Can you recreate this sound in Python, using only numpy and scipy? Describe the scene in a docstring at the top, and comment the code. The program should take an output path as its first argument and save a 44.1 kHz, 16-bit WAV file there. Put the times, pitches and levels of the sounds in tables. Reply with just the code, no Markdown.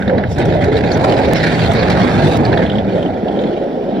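"""Bobsleds rush past on an ice track. From the start, rippled ice makes a hollow hull rumble and boom, while
steel runners scrape, chatter and throw ice spray over faint outdoor air. Almost at once, ridges make the
runners tick and bumps thump the hull; soon a skid gives the first short squeal. From about 1 s, runners grind
in the banked curves, and a few short, dry clicks sound. After about 2.5 s the last sled runs away down a
straight, sinking in pitch as its rumble fades."""
import sys
import numpy as np
from scipy import signal
from scipy.fft import rfft, irfft
from scipy.io import wavfile

SR = 44100
rng = np.random.default_rng(int(sys.argv[2]) if len(sys.argv) > 2 else 0)


def wav_record(signal):
    """Record a signal, one row per channel, as 16-bit PCM in the file named by sys.argv[1]."""
    frames = np.transpose(np.atleast_2d(signal))
    bounded = np.clip(frames, -1, 1)
    # unit amplitude maps onto the largest positive 16-bit level
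    quanta = np.round(bounded * 32767).astype(np.int16)
    wavfile.write(sys.argv[1], SR, quanta)


N = 176400
TIME = np.arange(N) / SR

# How loud the hull's deep rumble and higher roar are (t/s, level/dB). All table levels are relative.
RUMBLE_LEVEL = [(0, -27), (.16, -18.5), (.6, -18), (1.2, -18.5), (1.4, -19), (1.55, -21.5), (1.63, -15),
                (1.72, -17), (2.1, -17.5), (2.35, -15), (2.6, -18.5), (2.8, -23), (3.15, -28), (3.5, -34.5),
                (3.75, -41.5), (4, -40)]
ROAR_LEVEL = [(0, -23.5), (.06, -24), (.1, -17.5), (.2, -17.5), (.27, -24), (.35, -27.5), (.39, -18),
              (.5, -18.5), (.6, -17.5), (.8, -18.5), (.93, -16.5), (1.0, -15), (1.3, -15), (1.36, -19),
              (1.62, -18.5), (1.69, -17), (1.9, -18), (2.3, -17), (2.6, -16), (2.72, -20), (2.88, -21.5),
              (2.97, -18), (3.21, -22.5), (3.29, -17), (3.5, -18), (3.6, -21), (3.85, -20.5), (3.92, -20.5),
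              (4, -16.5)]
# Their tone colour: how strong each frequency is (f/Hz, level/dB)
RUMBLE_COLOUR = [(12, -24), (28, -13), (50, -11.5), (68, 1), (88, 3), (125, 4), (165, 3), (230, -15),
                 (400, -41.5)]
ROAR_COLOUR = [(60, -33), (130, -27.5), (200, 1), (300, -1.5), (450, -2), (620, -2.5), (820, -5),
               (1000, -14.5), (1200, -25), (1900, -60)]
# The booming note of the hollow hull (t/s, f/Hz, level/dB)
BOOM_NOTE = [(0, 193, -17.5), (.35, 170, -29.5), (.53, 167.6, -18), (.68, 171.5, -24), (1.15, 175, -36),
             (1.27, 173.6, -20.5), (1.43, 159, -14.5), (1.54, 155.8, -17), (1.59, 167.2, -15),
             (1.75, 168, -31), (1.88, 182, -14.5), (2.07, 190, -19.5), (2.22, 149, -17.5),
             (2.32, 166.6, -19), (2.45, 170.9, -31), (2.56, 166.9, -17), (2.67, 200.3, -21.5),
             (2.74, 206.3, -15.5), (3, 183, -22.5), (3.2, 194.4, -35), (3.42, 207, -19), (3.6, 200, -36.5)]
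# Doppler effect: a sled sounds higher coming and lower leaving (t/s, frequency ratio)
DOPPLER_RATIO = [(0, 0.98), (.25, 0.97), (.33, 0.98), (.7, 0.94), (.8, 0.99), (.97, 0.97), (1.05, 1.064),
                 (1.33, 1.03), (1.5, 1.01), (1.68, 0.94), (1.77, 1.07), (2.2, 0.98), (2.45, 1.075),
                 (2.7, 0.93), (4, 0.84)]

# How hard the runners chatter; it evens out as the last sled leaves (t/s, depth factor)
CHATTER_DEPTH = [(0, 0.67), (.4, 1.26), (2.35, 0.82), (2.5, 0.86), (4, .6)]
# How loud the runners' scrape, hiss, ice spray and grinding in curves are (t/s, level/dB)
SCRAPE_LEVEL = [(0, -28.5), (.12, -36.5), (.24, -31.5), (.27, -41), (.35, -43.5), (.39, -26.5), (.55, -33),
                (.65, -28.5), (.9, -29.5), (1.05, -28.5), (1.3, -27), (1.47, -21.5), (1.65, -26.5),
                (1.95, -25), (2.2, -26.5), (2.3, -31.5), (2.5, -31.5), (2.54, -30.5), (2.63, -29.5),
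                (2.72, -34.5), (2.87, -37.5), (2.97, -34.5), (3.15, -39), (3.4, -38.5), (3.8, -44),
                (4, -40)]
HISS_LEVEL = [(0, -50.5), (.33, -47), (.4, -35), (.6, -40.5), (.88, -36.5), (.93, -37.5), (1.0, -35.5),
              (1.15, -34.5), (1.32, -36.5), (1.36, -29), (1.5, -31), (1.62, -27.5), (1.7, -34.5),
              (1.8, -32.5), (2.1, -31.5), (2.37, -32.5), (2.385, -42), (2.6, -39), (2.85, -45),
              (2.97, -38.5), (3.17, -48.5), (3.33, -43), (3.48, -41), (3.8, -50.5), (4, -41.5)]
SPRAY_LEVEL = [(0, -55), (.25, -87), (.3, -52.5), (.4, -59), (.55, -58.5), (.88, -56.5), (.95, -58),
               (1.02, -49), (1.06, -50), (1.2, -52), (1.31, -55), (1.36, -50.5), (1.6, -45), (1.8, -53),
               (2.0, -51.5), (2.37, -46.5), (2.385, -59), (2.6, -56.5), (2.85, -66), (2.98, -56.5),
               (3.15, -69), (3.4, -62.5), (4, -70)]
GRIND_LEVEL = [(0, -67), (.9, -50), (1.0, -29), (1.4, -40.5), (1.9, -27.5), (2.35, -29), (2.55, -41),
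               (4, -59)]
# The tone colour of those four sounds (f/Hz, level/dB)
SCRAPE_COLOUR = [(600, -30), (1000, -10.5), (1230, -12), (1550, 2.5), (1850, 0), (2250, -0.5),
                 (2700, -15.5), (3500, -16), (6000, -60)]
HISS_COLOUR = [(1800, -30), (2550, -1), (3000, -7), (3750, -1.5), (4400, -6), (5300, -13.5), (6500, -23.5),
               (10000, -54)]
SPRAY_COLOUR = [(3500, -32), (5500, -1), (6800, 1), (8500, -4.5), (9800, -9), (11800, -11), (13000, -18),
                (16000, -21)]
GRIND_COLOUR = [(500, -20.5), (900, -1.5), (1150, -3), (1400, -3), (2000, -19), (4000, -50.5)]
# A runner scuffs up a puff of ice (t/s, peak level/dB)
ICE_PUFFS = [(.18, -64), (0.383, -38.5), (0.453, -40), (0.641, -43.5), (.766, -49), (0.915, -44),
             (1.712, -44), (1.901, -51), (2.029, -65), (2.28, -52), (2.45, -55), (3.025, -56)]

# The tone colour of the outdoor air (f/Hz, level/dB)
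AIR_COLOUR = [(12, -11), (30, 0), (60, -4), (150, 0), (1000, -11.5), (5500, -28), (7500, -54.5),
              (12000, -44.5), (16000, -52.5)]
# Runners hit ridges (t/s, high ring level/dB, high ring f/Hz, low ring level/dB above the high one)
RIDGE_HITS = [(0.0225, -24.5, 3700, 9.5), (0.078, -18.5, 3770, 3.5), (0.096, -30.5, 3900, 22.5),
              (0.181, -20.5, 3940, 8.5), (0.2372, -25.5, 2700, 15), (0.382, -20, 3800, -1),
              (0.6425, -19.5, 4070, 8), (0.7676, -12, 3940, -2.5), (0.9163, -12.5, 4400, -1),
              (1.1224, -12.5, 2900, -15), (1.1675, -20, 3800, -20), (1.712, -13.5, 3320, -16),
              (1.901, -17, 4760, 0), (2.029, -22, 4900, -6), (2.4512, -14, 4400, 0),
              (2.528, -15.5, 3730, 8.5), (2.538, -17, 2500, 5), (2.574, -13, 3570, 6),
              (2.592, -23.5, 3400, 12), (2.619, -23, 2570, 12), (2.663, -19, 3220, -3),
              (2.6981, -13, 3100, -15), (2.7166, -18, 3340, -17), (2.7545, -18, 3270, -16),
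              (2.7838, -14.5, 3300, -5.5), (3.026, -20, 3110, -9), (3.0599, -20.5, 2970, -1),
              (3.2822, -19, 3200, -14), (3.3901, -18, 3450, -4), (3.4372, -22, 3396, 0.5)]
# The hull hits larger bumps (t/s, peak level/dB, f/Hz, time to fade by 60 dB/s)
BUMP_HITS = [(.094, -12, 553.7, 0.24), (.125, -9, 501.5, 0.22), (.386, -11.5, 356, 0.24),
             (.388, -14, 586.5, 0.11), (.477, -12, 365, 0.27), (.552, -12, 613, 0.45),
             (.678, -9.5, 431, 0.14), (.742, -8.5, 441, 0.24), (1.599, -13.5, 118.7, 0.42),
             (1.69, -9.5, 664.4, 0.13), (2.026, -11, 258, 0.33), (2.45, -14.5, 120, 0.58),
             (2.936, -12, 526.5, 0.13), (3.281, -15, 622, 0.14), (3.613, -11, 554, 0.11),
             (3.637, -14.5, 561, 0.14), (3.771, -14, 512.5, 0.11)]
# A runner skids (t/s, length/s, f/Hz, level/dB)
SKIDS = [(0.296, 0.065, 5230, -42), (0.921, 0.037, 5950, -34.5), (1.245, 0.026, 3870, -29),
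         (1.344, 0.053, 5250, -31), (1.756, 0.082, 4300, -30.5)]
# Short, dry clicks (t/s, peak level/dB)
DRY_CLICKS = [(0.9758, -18), (1.3347, 0), (1.736, -12), (2.3743, -12)]

# How alike the left and right microphones sound (f/Hz, likeness from 0 to 1)
STEREO_LIKENESS = [(300, 1), (820, 0.87), (1120, 0.39), (1350, .5), (1650, 0.76), (2600, 0.12),
                   (3800, 0.52), (5000, 0.43), (8300, 0.25), (13000, .5)]
# Which side is louder, before the lean below is applied (f/Hz, left minus right level/dB)
STEREO_BALANCE = [(80, 1.5), (250, -.5), (550, -2.5), (850, -6.5), (1050, -9.5), (1350, 1.5), (1700, -3),
                  (2300, -8), (3000, -2), (3700, -1.5), (6000, 2.5), (8300, 5), (12000, 1)]
# The middle range leans right while a sled is near (t/s, factor on the balance below about 1 kHz)
STEREO_LEAN = [(0, 1.1), (.25, 1), (.3, .6), (.93, 1.3), (1.01, 0.45), (1.3, 1.4), (1.69, 0.89), (1.8, 1.6),
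               (2.35, 0.64), (2.42, 1.25), (2.75, 0.71), (4, 0.34)]
# How far the left wave runs ahead of the right (f/Hz, phase/rad)
LEFT_LEAD = [(10, 0), (70, -.45), (250, -.68), (550, -.7), (850, -1.05), (1000, -1.7), (1120, -3.6),
             (1450, -5.8), (2200, -6.6), (2750, -8.8), (3300, -6.4), (4000, -5.6), (5400, -5.7),
             (6300, -8.7), (7500, -9.2), (8700, -11.9), (12500, -12.55)]


def amp(db):
    """Turns decibels into a number to multiply a sound by."""
    return 10 ** (np.asarray(db) / 20)


def unit(x):
    """Scales a signal so that its average strength (rms) is 1."""
    return x / np.sqrt(np.mean(x ** 2) + 1e-20)


def over_hz(points, hz):
    """Reads a table at any frequency, giving each octave about equal room."""
    f, value = np.transpose(points)
    return np.interp(np.log(hz + 1), np.log(f + 1), value)


def over_time(points, column=1):
    """Reads one column of a table at every sample."""
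    table = np.array(points)
    return np.interp(TIME, table[:, 0], table[:, column])


def add(mix, s, sound):
    """Mixes a sound in, starting at s seconds."""
    part = mix[..., max(round(s * SR), 0):][..., :sound.shape[-1]]
    part += sound[..., :part.shape[-1]]


def wobble(low_hz, high_hz):
    """Random motion of strength 1, mostly between two rates."""
    hz = np.fft.rfftfreq(N, 1 / SR)
    spectrum = rfft(rng.standard_normal(N))
    return unit(irfft(spectrum * hz / (hz + low_hz) / (1 + (hz / high_hz) ** 2), N))


def strike(t, rise_s, fade_s):
    """The loudness of a hit: a quick rise, then a fall of 60 dB every fade_s."""
    return np.clip(t / rise_s, 0, 1) * amp(-60 * np.maximum(t - rise_s, 0) / fade_s)


def tone(count, hz, waver, waver_hz):
    """A clear note for each side, whose pitch wanders by the fraction waver."""
    smoothing = signal.butter(2, waver_hz, fs=SR, output="sos")
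    drift = unit(signal.sosfilt(smoothing, rng.standard_normal((2, count))))
    turns = np.cumsum(hz * (1 + waver * drift), axis=1) / SR + rng.random((2, 1))
    return np.sqrt(2) * np.sin(2 * np.pi * turns)


def resonate(x, hz, width_hz):
    """Keeps the part of a sound that lies close to hz."""
    spin = np.exp(2j * np.pi * np.cumsum(hz * np.ones(len(x))) / SR)
    decay = np.exp(-np.pi * width_hz / SR)
    return (spin * signal.lfilter([(1 - decay) ** 2], [1, -2 * decay, decay ** 2], x / spin)).real


def ring(count, hz, width_hz):
    """A fuzzy note for each side: a narrow band of noise with its loudness evened out."""
    band = signal.hilbert([resonate(x, hz, width_hz) for x in rng.standard_normal((2, count))])
    power = abs(band) ** 2
    return unit(band.real / np.sqrt(power + .4 * np.mean(power)))


def microphones(pair):
    """Turns two unrelated signals into what a left and a right microphone pick up."""
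    frames = dict(fs=SR, nperseg=4096, noverlap=3072)
    hz, t, (shared, separate) = signal.stft(pair, **frames)
    hz = hz[:, None]
    lean = np.interp(t, *np.transpose(STEREO_LEAN)) ** (1 / (1 + (hz / 1000) ** 4))
    left_gain = amp(over_hz(STEREO_BALANCE, hz) * lean)
    likeness = np.clip(over_hz(STEREO_LIKENESS, hz), 0, 1)
    blend = likeness * shared + np.sqrt(1 - likeness ** 2) * separate
    left = blend * left_gain * np.exp(1j * over_hz(LEFT_LEAD, hz))
    same_power = np.sqrt(2 / (1 + left_gain ** 2))
    return signal.istft(np.array([left, shared]) * same_power, **frames)[1][:, :N]


def friction(colour, shake_db, grain, grains_per_s, flicker_db, patch_hz, patch_s, doppler=1, size=512):
    """Sliding on ice: a dense rush plus separate grains. doppler=0 turns the pitch shift off."""
    grains = rng.standard_normal((2, N)) * (rng.random(N) < grains_per_s / SR)
    rush = (rng.standard_normal((2, N)) + grain * unit(grains)) * amp(shake_db)
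    frames = dict(fs=SR, nperseg=size, noverlap=size - size // 4)
    hz, t, spectrum = signal.stft(rush, **frames)
    # Random patches of frequency and time get louder or softer, so the tone flickers.
    across, along = np.fft.fftfreq(len(hz), hz[1])[:, None], np.fft.fftfreq(len(t), t[1])
    blur = np.exp(-(across * patch_hz) ** 2 - (along * patch_s) ** 2)
    patches = unit(np.fft.ifft2(np.fft.fft2(rng.standard_normal(spectrum.shape)) * blur).real)
    sled_hz = hz[:, None] / np.interp(t, *np.transpose(DOPPLER_RATIO)) ** doppler
    treble_cut = 1 + (sled_hz / colour[-1][0]) ** 2
    gain = amp(over_hz(colour, sled_hz) + flicker_db * patches) / treble_cut
    pair = microphones(signal.istft(spectrum * gain, **frames)[1][:, :N])
    middle = pair.mean(0)
    return pair / np.sqrt(np.mean(middle ** 2) + 1e-20)


def hull(bumps):
    """The sled's hollow shell rumbles, roars and booms as it rides over rippled ice."""
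    rumble = friction(RUMBLE_COLOUR, shake_db=0, grain=0.23, grains_per_s=190,
                      flicker_db=-0.5, patch_hz=150, patch_s=0.059, doppler=0, size=4096)
    roar = friction(ROAR_COLOUR, shake_db=0.52 * bumps, grain=0.35, grains_per_s=300,
                    flicker_db=1.5, patch_hz=199, patch_s=0.06, doppler=0.7, size=2048)
    note = tone(N, over_time(BOOM_NOTE), waver=0.0448, waver_hz=23.2)
    throb = unit(amp(4 * wobble(low_hz=6, high_hz=17)))
    boom = microphones(note * throb)
    return (rumble * amp(over_time(RUMBLE_LEVEL) - 1.3)
            + roar * amp(over_time(ROAR_LEVEL) + 2)
            + boom * amp(over_time(BOOM_NOTE, column=2) - 1.5))


def runners(bumps):
    """The steel blades chatter as they scrape, hiss, spray ice and grind under load in the curves."""
    chatter = over_time(CHATTER_DEPTH) * unit(bumps + wobble(low_hz=2.9, high_hz=119))
    scrape = friction(SCRAPE_COLOUR, shake_db=2.44 * chatter, grain=0.28, grains_per_s=130,
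                      flicker_db=2, patch_hz=300, patch_s=0.057)
    hiss = friction(HISS_COLOUR, shake_db=2.6 * chatter, grain=0.14, grains_per_s=160,
                    flicker_db=4, patch_hz=402, patch_s=0.044)
    spray = friction(SPRAY_COLOUR, shake_db=2.7 * chatter, grain=0.26, grains_per_s=330,
                     flicker_db=3, patch_hz=500, patch_s=0.072, doppler=0.42)
    grind = friction(GRIND_COLOUR, shake_db=2.3 * chatter, grain=0.8, grains_per_s=94,
                     flicker_db=4.5, patch_hz=200, patch_s=0.091, doppler=0, size=1024)
    puffs = sum(amp(db) * strike(TIME - s, rise_s=0.0011, fade_s=0.079) for s, db in ICE_PUFFS)
    return (scrape * amp(over_time(SCRAPE_LEVEL) - 0.58)
            + hiss * amp(over_time(HISS_LEVEL) + 0.47)
            + spray * (amp(over_time(SPRAY_LEVEL) + 1.5) + puffs)
            + grind * amp(over_time(GRIND_LEVEL)))


def outdoor_air():
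    """A faint, steady outdoor rumble and hiss."""
    hz = np.fft.rfftfreq(N, 1 / SR)
    spectrum = rfft(rng.standard_normal((2, N))) * amp(over_hz(AIR_COLOUR, hz))
    return amp(-36) * unit(microphones(irfft(spectrum, N)))


def runner_ticks():
    """Each ridge in the ice makes a runner ring briefly with a high and a low note."""
    out, t = np.zeros((2, N)), np.arange(SR // 10) / SR
    loudness = strike(t, rise_s=0.00062, fade_s=0.048)
    for s, db, hz, low_db in RIDGE_HITS:
        high = ring(len(t), hz, width_hz=700)
        low = amp(low_db) * ring(len(t), hz=1670, width_hz=540)
        add(out, s, amp(db - 8) * loudness * (high + low))
    return microphones(out)


def hull_thumps():
    """A bump sets a hull panel ringing with a hollow, slightly falling note."""
    out, t = np.zeros((2, N)), np.arange(SR // 3) / SR
    pitch_fall = 1 - 0.7 * t
    for s, db, hz, fade_s in BUMP_HITS:
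        note = tone(len(t), hz * pitch_fall, waver=0.038, waver_hz=71)
        add(out, s, amp(db - 1.5) * strike(t, rise_s=0.0044, fade_s=fade_s) * note)
    return microphones(out)


def skid_squeals():
    """A skidding runner gives a short, raspy squeal that swells and fades."""
    out = np.zeros((2, N))
    for s, length_s, hz, db in SKIDS:
        swell = np.sin(np.linspace(0, np.pi, round(length_s * SR)))
        add(out, s, amp(db) * swell * ring(len(swell), hz, width_hz=750))
    return microphones(out)


def dry_clicks():
    """A short, dry click."""
    out, t = np.zeros(N), np.arange(SR // 100) / SR
    decay_s = 0.00024
    for s, db in DRY_CLICKS:
        add(out, s, amp(db) * np.exp(-t / decay_s))
    return out


def scene():
    """Adds up all the sounds. The same bumps in the ice shake both hull and runners."""
    bumps = wobble(low_hz=1.9, high_hz=38.2)
    return (hull(bumps) + runners(bumps) + outdoor_air()
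            + runner_ticks() + hull_thumps() + skid_squeals() + dry_clicks())


def record(dry):
    """Rounds off the loudest peaks, then removes the very highest treble."""
    rounded = dry / (1 + dry ** 8) ** (1 / 8)
    cutoff_hz = 15900
    low_pass = signal.firwin(511, cutoff_hz, window=("kaiser", 9), fs=SR)
    return signal.oaconvolve(rounded, low_pass[None], "same")


dry = scene()
out = record(dry)
wav_record(out)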